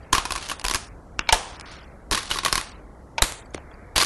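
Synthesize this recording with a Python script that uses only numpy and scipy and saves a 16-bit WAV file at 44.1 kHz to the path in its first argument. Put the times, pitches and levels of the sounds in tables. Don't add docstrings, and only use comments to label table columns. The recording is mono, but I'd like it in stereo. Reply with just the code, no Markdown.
import sys
import numpy as np
from scipy import signal
from scipy.io import wavfile
from scipy.ndimage import uniform_filter1d

SR = 44100
rng = np.random.default_rng(int(sys.argv[2]) if len(sys.argv) > 2 else 0)


def dump_mix(stems):
    frames = np.atleast_2d(stems).T
    limited = np.clip(frames, -1, 1)
    pcm = np.round(limited * 32767).astype(np.int16)
    wavfile.write(sys.argv[1], SR, pcm)


def amplitude_ratio(level_db):
    exponent = np.asarray(level_db, float) / 20
    return 10 ** exponent


N = 178957


def evened(x):
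    return x / np.sqrt(np.mean(x ** 2) + 1e-20)


def read(points, hz):
    f, value = np.transpose(points)
    return np.interp(np.log(hz + 1), np.log(f + 1), value)


def add(mix, s, sound):
    part = mix[round(s * SR):][:len(sound)]
    part += sound[:len(part)]


def coloured(x, points, size=2048):
    hz = abs(np.fft.fftfreq(size, 1 / SR))
    octaves_over = np.log2(np.maximum(hz / points[-1][0], 1))
    gain_db = np.maximum(read(points, hz) - 12 * octaves_over, -100)
    log_gain = np.log(amplitude_ratio(gain_db))
    phase = -signal.hilbert(log_gain).imag
    taps = np.fft.ifft(np.exp(log_gain + 1j * phase)).real[:size // 2]
    return signal.oaconvolve(x, taps)[:len(x)]


def air(points, db, patchy_db):
    frames, hz = N // 512 + 6, np.fft.rfftfreq(2048, 1 / SR)
    a, b, patches = rng.standard_normal((frames, 1025, 3)).T
    patches = uniform_filter1d(patches, size=20, axis=0)
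    patches = evened(uniform_filter1d(patches, size=8, axis=1))
    z = (a + 1j * b) * amplitude_ratio(read(points, hz)[:, None] + patchy_db * patches)
    noise = signal.istft(z, nperseg=2048, noverlap=1536)[1][:N]
    return amplitude_ratio(db) * evened(noise)


# (frequency [Hz], density [dB per Hz])
HISS_COLOUR = [(1500, -5), (3000, -9), (7000, -8), (11300, -11), (12200, -20.5), (13200, -49)]


def line_hiss():
    return air(HISS_COLOUR, db=-69, patchy_db=-1.0)


# (frequency [Hz], density [dB per Hz])
RUMBLE_COLOUR = [(12, -50.5), (31, -2), (53, 6), (98, -7), (703, -14.5), (1460, -25.5), (2200, -33),
                 (2860, -69)]


def rumble():
    return air(RUMBLE_COLOUR, db=-41.5, patchy_db=.6)


# (frequency [Hz], density [dB per Hz])
VENT_COLOUR = [(500, -14), (900, 1.5), (1500, 4.5), (2300, -1), (3500, -26), (6000, -26.5)]
# (peak time [s], half length [s], rise [dB])
GUSTS = [
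    (0, 0.38, 6.5),
    (1.683, 0.24, 17.5),
    (3.753, 0.21, 11),
]


def draught():
    t = np.arange(N) / SR
    level_db = -61.5 + sum(db * np.exp(-((t - s) / half_s) ** 2) for s, half_s, db in GUSTS)
    return air(VENT_COLOUR, level_db, patchy_db=1.2)


# (frequency [Hz], t60 [s])
ROOM_T60 = [(100, 0.11), (300, 0.12), (800, 0.65), (2000, 0.52), (5000, 0.46), (11000, 0.5)]


def room(x):
    hz, frame_s, z = signal.stft(x, SR, nperseg=256, noverlap=192)
    power = abs(z) ** 2
    fine, broad = [uniform_filter1d(power, size=bins, axis=0) for bins in (3, 9)]
    power = np.where(hz[:, None] > 2500, broad, fine)
    since = frame_s[:700]
    bump = 1 + 3 * np.exp(-((since - .017) / .005) ** 2)
    first_wall = np.minimum(since / .013, 1) ** 2 * bump
    decay = first_wall * amplitude_ratio(-60 * since / read(ROOM_T60, hz)[:, None]) ** 2
    decay /= decay.sum(1, keepdims=True)
    power = abs(signal.fftconvolve(power, decay, axes=1)[:, :len(frame_s)])
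    a, b = rng.standard_normal((len(frame_s), len(hz), 2)).T
    return signal.istft(np.sqrt(2 * power) * (a + 1j * b), SR, nperseg=256, noverlap=192)[1][:N]


# (frequency [Hz], gain [dB])
CRACK_COLOUR = [(150, -22), (500, -2.5), (1200, 7), (2500, 5), (4300, 7.5), (6000, 0.5), (7500, -11)]


def crack_coloured(x):
    return coloured(x, CRACK_COLOUR)


# (frequency [Hz], gain [dB])
SHEEN_COLOUR = [(5000, 1.5), (6500, 3), (8000, -0.5), (9800, 2), (11800, -2), (14000, -7.5)]


def sheen_coloured(x):
    return coloured(x, SHEEN_COLOUR)


def rustle(rows, per_s, spread_db, grain_t60, treble_db, rise_s):
    t = np.arange(N) / SR
    size = amplitude_ratio(spread_db * np.minimum(rng.exponential(1, N), 4))
    size *= rng.random(N) < per_s / SR
    envelope = signal.oaconvolve(size, amplitude_ratio(-60 * t[:1500] / grain_t60))[:N]
    grains = envelope * rng.standard_normal((2, N))
    low, high = evened(crack_coloured(grains[0])), evened(sheen_coloured(grains[1]))
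    moving = np.zeros(N)
    for s, hold_s, db, fade_db_per_s in rows:
        rise = np.clip((t - s) / rise_s, 0, 1)
        moving += rise * amplitude_ratio(db - fade_db_per_s * np.maximum(t - s - hold_s, 0))
    return moving * (low + amplitude_ratio(treble_db) * high)


# (start [s], hold [s], level [dB], fade [dB per s])
SWEEPS = [
    (0, 0.17, -53, 800),
    (1.45, 0.11, -47, 400),
    (1.655, 0.041, -44, 300),
    (1.71, 0.099, -48.5, 90),
    (3.535, 0.024, -45.5, 1500),
    (3.57, 0.041, -51.5, 498),
]


def cloth():
    return rustle(SWEEPS, per_s=4000, spread_db=-5.0, grain_t60=0.0098, treble_db=-4.5, rise_s=0.004)


# (start [s], hold [s], level [dB], fade [dB per s])
STIRS = [
    (.127, 0.046, -30.5, 705),
    (.26, 0.048, -48.5, 500),
    (.36, 0.16, -37, 800),
    (2.11, 0.056, -24, 355),
    (2.2, 0.15, -40.5, 300.5),
    (2.3, 0.039, -36, 194),
    (2.45, 0.021, -36, 64),
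    (3.955, 0.0067, -18.5, 119),
]


def sliding_stones():
    return rustle(STIRS, per_s=1200, spread_db=4.0, grain_t60=.015, treble_db=-2.5, rise_s=.015)


def table(rows, lift_db, wait_s):
    t, out = np.arange(SR // 2) / SR, np.zeros(N)
    for s, db, hz, t60 in rows:
        swing = np.sin(2 * np.pi * hz * t * (1 + 1.2 * np.exp(-t / 0.0081)))
        add(out, s + wait_s, -amplitude_ratio(db + lift_db - 60 * t / t60) * swing)
    return out


# (time [s], peak [dB], t60 [s])
THUMPS = [(0.131, -20, 0.046), (.178, -27, 0.085), (0.309, -37, 0.2), (.358, -41, 0.12),
          (0.643, -29.5, 0.3), (.747, -25.5, .06), (1.189, -34, 0.16), (1.281, -43.5, .09),
          (1.323, -19, 0.1), (2.111, -22, 0.057), (2.31, -34.5, .25), (2.528, -29, 0.092),
          (2.551, -36.5, 0.22), (3.219, -14, 0.064), (3.96, -25.5, 0.067)]


def table_pushes():
    rows = [(s, db, 35, t60) for s, db, t60 in THUMPS]
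    return table(rows, lift_db=9.0, wait_s=0.0039)


# (time [s], peak [dB], frequency [Hz], t60 [s])
PATS = [(0.127, -19, 404, 0.027), (0.248, -35, 165, 0.012), (0.318, -60.5, 220, 0.022),
        (0.647, -34, 524, 0.063), (1.191, -27.5, 167, 0.019), (1.324, -23, 543, 0.039),
        (2.112, -26.5, 324, 0.04), (2.128, -24.5, 239, 0.074), (2.447, -23.5, 588, 0.076),
        (3.218, -20.5, 368, 0.067), (3.545, -19, 219, 0.017), (3.577, -33.5, 497, 0.036),
        (3.956, -29, 380, 0.036)]


def finger_pats():
    return table(PATS, lift_db=4.0, wait_s=.0025)


def knocks(rows, modes, ring_db, detune, ping_db, treble_db, crack_t60, flat_db):
    t = np.arange(SR // 8) / SR
    crack, sheen, ring = np.zeros((3, N))
    hz, mode_db, mode_t60 = np.transpose(modes)[:, :, None]
    for s, db, wood_db, ping_hz in rows:
        t60 = crack_t60 * amplitude_ratio(flat_db * wood_db / 10) * (3000 / ping_hz) ** 0.15
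        t60 = np.clip(t60, .004, .06)
        fade = amplitude_ratio(db - 60 * t / t60)
        burst = rng.standard_normal((2, len(t))) * fade * np.minimum(t / .0003, 1)
        burst *= .5 * np.linalg.norm(fade) / np.linalg.norm(burst, axis=1, keepdims=True)
        burst[:, 8:10] += 2.6 * amplitude_ratio(db) * np.array([[1], [2]]) * [1, -.4]
        add(crack, s, burst[0])
        add(sheen, s, amplitude_ratio(treble_db) * burst[1])

        spot = rng.standard_normal((2, len(modes), 1))
        mode_fade = amplitude_ratio(mode_db + 1.8 * spot[0] - 60 * t / mode_t60)
        wood = mode_fade * np.sin(2 * np.pi * hz * (1 + detune * spot[1]) * t)
        add(ring, s, amplitude_ratio(db + wood_db + ring_db) * wood.sum(0) * np.minimum(t / 0.0018, 1))

        ping = np.sin(2 * np.pi * ping_hz * t)
        add(ring, s, amplitude_ratio(db + ping_db - 75 * t / t60) * ping)
        add(ring, s, amplitude_ratio(db - 4 - 60 * t / 0.012) * ping)
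    return amplitude_ratio(-0.5) * crack_coloured(crack) + amplitude_ratio(6.0) * sheen_coloured(sheen) + ring


# (frequency [Hz], level [dB], t60 [s])
BOWL_MODES = [(1078, 3.5, 0.034), (1169, 0, 0.016), (1015, -40, 0.014), (1449, -4.5, 0.028),
              (371.4, -5, 0.024), (1672, 11.5, 0.0062), (2450, -17.5, 0.14)]
# (time [s], crack peak [dB], wood ring re crack [dB], stone ping [Hz])
BURIED = [
    (.142, -17, 4.5, 1970),
    (.181, -10.5, 7.5, 3190),
    (2.3126, -10.5, -1, 2950),
    (2.3187, -17.5, -26, 2870),
    (2.3871, -13, 1.5, 3880),
    (3.9646, -11.5, 0, 4530),
    (3.9806, -15, 2, 2760),
    (4.0017, -8.5, -12, 4800),
    (4.0148, -6, -23, 4280),
]


def buried_stones():
    return knocks(BURIED, BOWL_MODES, ring_db=-10.0, detune=0.01, ping_db=-8.0, treble_db=-13.0,
                  crack_t60=0.04, flat_db=1.0)


# (time [s], crack peak [dB], wood ring re crack [dB], stone ping [Hz])
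FIRST_DIG = [(.1285, -7.5, 3.5, 6530), (.1315, -7, -5, 3180), (.1502, -10.5, 1.5, 5140),
             (.2534, -18.5, 3.5, 2450), (.279, -61, -14, 3260), (.3067, -18.5, -1.5, 2580),
             (.3214, -13.5, -8.5, 5200), (.3364, -27, -20, 2680), (.3534, -23, 2, 2430),
             (.3602, -20, 0, 5650), (.3774, -24.5, 0, 2360), (.4271, -30, -5, 2600),
             (.4596, -28.5, -17, 2700), (.4882, -24, -15, 6240), (.4976, -18.5, -4, 2840),
             (.5045, -21.5, -42, 2960), (.5151, -18, 1, 2680), (.6422, -20, -1, 2860),
             (.6473, -22.5, 5, 4300), (.6511, -12.5, -16, 2500), (.6642, -19.5, -5, 5100),
             (.6833, -12, -18, 4900), (.6982, -15.5, -9, 3200), (.7112, -13, -2.5, 5830),
             (.7384, -12, -44, 2200), (.7462, -9.5, -3.5, 5000), (.7568, -15, -3, 6400)]
# (time [s], crack peak [dB], wood ring re crack [dB], stone ping [Hz])
SECOND_DIG = [(2.1126, -11, -18, 5380), (2.1194, -19, 6, 6030), (2.1324, -15.5, 2, 3070),
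              (2.1526, -18, -5, 4400), (2.176, -17, 4, 1870), (2.1939, -30, -20.5, 3590),
              (2.2308, -26.5, -7, 3570), (2.2867, -43.5, -13, 4030), (2.3042, -19.5, -6, 4030),
              (2.3486, -42, -10, 3970), (2.3581, -23.5, 3.5, 3780), (2.3716, -23.5, 0.5, 1920),
              (2.434, -23, 3.5, 2030), (2.4496, -7.5, -6.5, 3040), (2.4605, -11, -1, 1900),
              (2.4821, -21, 4.5, 2850), (2.5267, -6, -6, 5250), (2.5553, -7.5, -9, 4330),
              (2.578, -13.5, 1.5, 2990), (2.613, -19, -27, 1960)]
# (time [s], crack peak [dB], wood ring re crack [dB], stone ping [Hz])
THIRD_DIG = [
    (3.961, -8, -19, 2730),
    (3.9797, -4, -9.5, 4680),
    (4.0102, -13, 0, 5230),
    (4.0239, -9.5, -3.5, 4850),
    (4.0327, -8.5, -31.5, 3264),
    (4.0468, -16, -6, 6500),
    (4.0534, -19, -16, 5170),
]


def bowl_stones():
    return knocks(FIRST_DIG + SECOND_DIG + THIRD_DIG, BOWL_MODES, ring_db=-3.5, detune=.035, ping_db=-15.0,
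                  treble_db=-6.0, crack_t60=0.04, flat_db=4.5)


# (frequency [Hz], level [dB], t60 [s])
BOARD_MODES = [(885, 3, .048), (730, -1, .035), (1140, -10, .04), (1530, -11, .04), (1690, -10, .06),
               (350, -20, .04), (2030, -14, .025), (2290, -14, .02)]
# (time [s], crack peak [dB], wood ring re crack [dB], stone ping [Hz])
NAILS = [
    (.5965, -24, -15, 5070),
    (.614, -27.5, -5, 2836),
    (1.598, -26.5, -42, 5240),
    (1.6107, -25.5, -27, 2270),
    (3.5458, -20.5, -20, 2100),
]


def nail_ticks():
    return knocks(NAILS, BOARD_MODES, ring_db=-3.5, detune=.005, ping_db=-17.5, treble_db=-8.5,
                  crack_t60=0.036, flat_db=4.1)


# (frequency [Hz], level [dB], t60 [s])
EDGE_MODES = [(913, -2, .05), (730, -9, .03), (1150, -14, .03), (1500, -9.5, 0.035), (2290, -1, 0.029),
              (3150, -10.5, .02), (4100, -13.5, .015), (5100, -15, 0.016)]
# (time [s], crack peak [dB], wood ring re crack [dB], stone ping [Hz])
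TOUCHES = [
    (1.1925, -2.5, -23, 2700),
    (1.1932, -19, -29.5, 3950),
    (1.2728, -28, -17, 2350),
    (1.29, -4.5, -4, 4200),
    (3.1812, -9.5, -6, 2500),
    (3.5785, -28, -24, 1580),
]


def edge_touches():
    return knocks(TOUCHES, EDGE_MODES, ring_db=4.0, detune=.006, ping_db=-12, treble_db=-43.0,
                  crack_t60=0.064, flat_db=8.0)


# (time [s], crack peak [dB], wood ring re crack [dB], stone ping [Hz])
BOARD_KNOCKS = [(1.3252, -3, -3, 2960), (1.3275, -5.5, 4.5, 5580), (1.3428, -15, -21, 2450),
                (3.2215, 2.5, -19, 3820), (3.2245, -2, -13.5, 4100), (3.232, -19, -17, 4670),
                (3.3225, -23, -35, 6300), (3.459, -42, -18.5, 4620), (3.507, -46.5, -14, 6520),
                (3.714, -47, 14, 3330), (3.741, -43, -16.5, 4770)]


def board_clicks():
    return knocks(BOARD_KNOCKS, BOARD_MODES, ring_db=-5.5, detune=0.0052, ping_db=-9.5, treble_db=-5.5,
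                  crack_t60=0.035, flat_db=5.9)


# (frequency [Hz], gain [dB])
HAND_SHADE = [(800, -1.5), (2500, -4), (4500, -12), (7000, -7.5), (12000, -31)]


def scene():
    near = bowl_stones() + buried_stones() + board_clicks()
    near += sliding_stones()
    near += cloth()
    near += finger_pats()
    shaded = edge_touches() + nail_ticks()
    tail = room(near + coloured(shaded, HAND_SHADE))
    mono = near + shaded + amplitude_ratio(-10.0) * tail + table_pushes()
    mono += rumble()
    mono += draught()
    return np.array([mono, mono])


# (frequency [Hz], level [dB])
APART = [(300, -50), (700, -66), (1400, -55), (2500, -36), (5000, -32), (9000, -26), (12500, -15)]
# (frequency [Hz], gain [dB])
BAND_LIMIT = [(11000, -1.5), (11900, -4), (12500, -25), (13500, -54), (15000, -65), (17000, -95)]
# (frequency [Hz], level [dB per bin])
WEAKEST_PASSED = [(900, -95), (1500, -77.5), (2300, -82.5), (3500, -73), (6000, -75), (9000, -79),
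                  (11300, -68), (12300, -66)]


def grit_and_gate(x):
    hz, _, z = signal.stft(1.168 * np.tanh(x / 1.338), SR, nperseg=512)
    grit = uniform_filter1d(abs(z), size=5, axis=0) * np.exp(2j * np.pi * rng.random((2, *z.shape)))
    limit_db = read(BAND_LIMIT, hz)
    side_gain = amplitude_ratio(read(APART, hz) + limit_db - 1.5)[:, None]
    side = signal.istft(grit[0] * side_gain, SR, nperseg=512)[1][:N]
    gritty = signal.istft((z + amplitude_ratio(-17) * grit[1]) * amplitude_ratio(limit_db)[:, None], SR, nperseg=512)[1][:N]

    hz, _, z = signal.stft([gritty + side, gritty - side], SR, nperseg=1024)
    band = (hz // 345).astype(int)
    starts = np.flatnonzero(np.diff(band, prepend=-1))
    power = np.add.reduceat(abs(z[0]) ** 2, starts, axis=0)[band] / 8
    over_db = 10 * np.log10(power + 1e-20) - read(WEAKEST_PASSED, hz)[:, None]
    return signal.istft(z * np.clip(over_db / 2.0, 0, 1), SR, nperseg=1024)[1][:, :N]


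def roll_off(x):
    return signal.sosfilt(signal.butter(12, 13110, fs=SR, output="sos"), x)


def record(dry):
    line = grit_and_gate(dry[0]) + line_hiss()
    return roll_off(line)


dry = scene()
out = record(dry)
dump_mix(out)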